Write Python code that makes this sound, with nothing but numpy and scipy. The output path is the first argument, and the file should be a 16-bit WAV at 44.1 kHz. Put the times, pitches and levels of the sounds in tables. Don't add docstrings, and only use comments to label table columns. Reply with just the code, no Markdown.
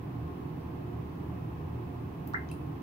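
import sys
import numpy as np
from scipy import signal
from scipy.fft import rfft, irfft
from scipy.io import wavfile

SR = 44100
rng = np.random.default_rng(int(sys.argv[2]) if len(sys.argv) > 2 else 0)


def waveform_to_disk(signal):
    frames = np.transpose(np.atleast_2d(signal))
    scaled = np.clip(frames, -1, 1) * 32767
    samples = np.round(scaled).astype(np.int16)
    wavfile.write(sys.argv[1], SR, samples)


N = 124362


def amp(db):
    return 10 ** (np.asarray(db) / 20)


def unit(x):
    return x / np.sqrt(np.mean(x ** 2) + 1e-20)


def read(points, hz):
    point_hz, value = np.transpose(points)
    return np.interp(np.log(hz + 1), np.log(point_hz + 1), value)


def pan(db):
    return amp(np.array([[.5], [-.5]]) * db)


def add(mix, start_s, sound):
    part = mix[:, max(round(start_s * SR), 0):][:, :sound.shape[1]]
    part += sound[:, :part.shape[1]]


def colour(x, spectrum, balance):
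    hz = np.fft.rfftfreq(N, 1 / SR)
    gain = amp(read(spectrum, hz)) * pan(read(balance, hz))
    return unit(irfft(rfft(x) * gain, N))


def fizz():
    # frequency in Hz, relative level in dB per Hz.
    fizz_spectrum = [(1500, -21), (4000, -10), (7500, -15), (10000, -14), (12000, -10), (15500, -5.5)]
    # frequency in Hz, left minus right in dB.
    fizz_balance = [(4000, -5.5), (8000, -1), (9500, 3.5), (11000, 0), (15500, 4)]
    hiss_db, pops_db = -66.5, -74
    pops_per_s, spread_db = 2600, -1

    happens = rng.random((2, N)) < pops_per_s / SR
    pops = happens * rng.choice([-1, 1], (2, N))
    pops = pops * amp(spread_db * np.minimum(rng.exponential(1, (2, N)), 4))
    pops = unit(pops + room(pops))
    hiss = rng.standard_normal((2, N))
    mix = amp(hiss_db) * hiss + amp(pops_db) * pops
    total_gain = np.hypot(amp(hiss_db), amp(pops_db))
    return total_gain * colour(mix, fizz_spectrum, fizz_balance)


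def plops():
    # start in seconds, level in dB, start pitch in Hz, end pitch in Hz, glide time in seconds,
    # left minus right in dB.
    bubbles = [(2.3351, -31.5, 1350, 820, .0025, -2), (2.3413, -22.8, 1285, 2095, .0058, .5),
               (2.4965, -52.5, 2950, 3200, .0045, -4), (2.5132, -46, 2540, 2680, .0032, 1)]
    swell_glides, fade_db_per_glide = .52, -5.8
    right_lag_s = .00032
    room_db = -5.5

    out = np.zeros((2, N))
    t = np.arange(SR // 20) / SR
    for start_s, db, start_hz, end_hz, glide_s, side_db in bubbles:
        glides = t / glide_s
        pitch_hz = end_hz + (start_hz - end_hz) * np.exp(-glides ** 2)
        tone = np.sin(2 * np.pi * np.cumsum(pitch_hz) / SR)
        swell = np.sin(np.pi / 2 * np.minimum(glides / swell_glides, 1)) ** 2
        fade_db = fade_db_per_glide * np.maximum(glides - swell_glides, 0)
        plop = amp(db + fade_db) * swell * tone * pan(side_db)
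        add(out[:1], start_s, plop[:1])
        add(out[1:], start_s + right_lag_s, plop[1:])
    return out + tub(out) + amp(room_db) * room(out)


def ticks():
    # time of envelope peak in seconds, level before the envelope in dB, centre in Hz,
    # half-width in octaves, length (twice the rise time) in seconds, left minus right in dB, echo send in dB.
    films = [(.612, -63, 5200, 0.3, 0.00082, -4, -8), (1.286, -64, 13000, .4, 0.0017, .5, -5),
             (2.2744, -39.5, 14700, 0.26, 0.0012, 5, -1.5), (2.2756, -53.5, 8000, 1, 0.0016, -3, -2),
             (2.3368, -52.5, 4430, 0.34, 0.00083, -5, 0.5), (2.3368, -66, 9500, .4, .0008, -2, -6),
             (2.489, -54.5, 4640, 0.41, 0.0018, -5, -1), (2.5152, -46.5, 10100, 0.14, 0.0013, 2, -2),
             (2.5150, -52, 11000, 1, 0.0014, -4, 3), (2.5157, -56.5, 4300, .2, .002, -6, 2.5)]
    splash_t60_s, splash_db = 0.18, -3.5
    room_db = -6.5

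    dry, send = np.zeros((2, 2, N))
    t, hz = np.arange(1024) / SR, np.fft.rfftfreq(1024, 1 / SR)
    for peak_s, db, centre_hz, half_octaves, length_s, side_db, echo_db in films:
        band = 1 / (1 + (np.log2((hz + 1) / centre_hz) / half_octaves) ** 6) ** .5
        noise = unit(irfft(rfft(rng.standard_normal((2, len(t)))) * band))
        rises = 2 * t / length_s
        envelope = rises * np.exp(1 - rises)
        snap = amp(db) * pan(side_db) * noise * envelope
        add(dry, peak_s - length_s / 2, snap)
        add(send, peak_s, amp(echo_db) * snap)
    splash = room(send, [(1, splash_t60_s)])
    return dry + amp(splash_db) * splash + amp(room_db) * room(send)


def tub(x):
    # delay in seconds, signed gain.
    left_echoes = [(.00326, -.19), (.00524, .22), (.0096, .29), (.01866, -.34), (.03773, .18), (.068, .08)]
    right_echoes = [(.00097, -.6), (.00254, -.5), (.00412, .27), (.0186, -.27), (.02526, -.4), (.068, .1)]
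    out = np.zeros((2, N))
    for side, echoes in enumerate([left_echoes, right_echoes]):
        for delay_s, gain in echoes:
            add(out[side:side + 1], delay_s, gain * x[side:side + 1])
    return out


def room(x, t60=None):
    # frequency in Hz, time to fall 60 dB in seconds.
    room_t60 = [(500, 0.22), (1400, 0.28), (1850, 0.28), (2150, 0.33), (2700, .22), (5000, 0.21),
                (10000, 0.37), (16000, 0.33)]
    delay_s = .0015
    if t60 is None:
        t60 = room_t60
    hz, t, bins = signal.stft(rng.standard_normal((2, SR // 2)), SR, nperseg=256)
    decay = amp(-60 * t / read(t60, hz)[:, None])
    tail = signal.istft(bins * decay, SR, nperseg=256)[1]
    tail = tail / np.linalg.norm(tail[0])
    out = np.zeros((2, N))
    add(out, delay_s, signal.fftconvolve(x, tail, axes=1))
    return out


def ventilation():
    # frequency in Hz, relative level in dB per Hz.
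    rumble_spectrum = [(12, -33), (28, -18.5), (43, -15), (57, -22.5), (76, 1.5), (90, -0.5), (104, -5.5),
                       (135, -1.5), (178, -3), (215, -12), (265, -6), (350, -9.5), (420, -17.5),
                       (530, -17.5), (720, -20), (1100, -21), (1450, -29.5), (2000, -33.5), (2900, -38),
                       (3800, -46), (6000, -54.5), (9000, -80), (16000, -80)]
    # frequency in Hz, left minus right in dB.
    rumble_balance = [(40, 1), (85, 0.5), (150, -0.5), (280, -6), (450, 0.5), (700, -0.5), (1500, -.5),
                      (3000, -3), (6000, -2.5), (9000, 2)]
    # frequency in Hz, level before panning in dB, width in Hz, left minus right in dB.
    hum_tones = [(118.6, -46, 9, -1.5), (154.8, -49, 23.4, -3), (301.7, -56.5, 3.5, -2),
                 (358.5, -55, 9.3, -5.5), (404.3, -58.5, 11, -7.5), (474.6, -63, 18, -3),
                 (712, -67.5, 7, -14.5), (855.7, -68.5, 10.5, -16.5), (1016.5, -68.5, 15, -9.5),
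                 (1071, -61.5, 10.3, 1.5), (2593, -79, 47, -17)]
    rumble_db = -39.5

    out = amp(rumble_db) * colour(irfft(air(), N), rumble_spectrum, rumble_balance)
    hz = np.fft.rfftfreq(N, 1 / SR)
    drive = air()
    for tone_hz, db, width_hz, side_db in hum_tones:
        band = 1 / (1 + ((hz - tone_hz) / width_hz * 2) ** 4) ** .5
        out += amp(db) * pan(side_db) * unit(irfft(drive * band, N))
    return out


def air():
    # frequency in Hz, left-right likeness from -1 to 1.
    likeness = [(40, 1), (150, 0.97), (270, 1), (380, 0.33), (450, 0.59), (560, -0.82), (740, 0.63),
                (1000, 0.0068), (1350, -0.41), (2000, 0.17), (8000, -0.41)]
    a, b = rfft(rng.standard_normal((2, N)))
    same = np.clip(read(likeness, np.fft.rfftfreq(N, 1 / SR)), -1, 1)
    return np.array([a, same * a + np.sqrt(1 - same ** 2) * b])


def scene():
    return fizz() + plops() + ticks() + ventilation()


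def record(dry):
    edge_hz = 15800
    taps = signal.firwin(601, edge_hz, window=("kaiser", 8), fs=SR)
    return signal.oaconvolve(dry, taps[None], "same")


dry = scene()
out = record(dry)
waveform_to_disk(out)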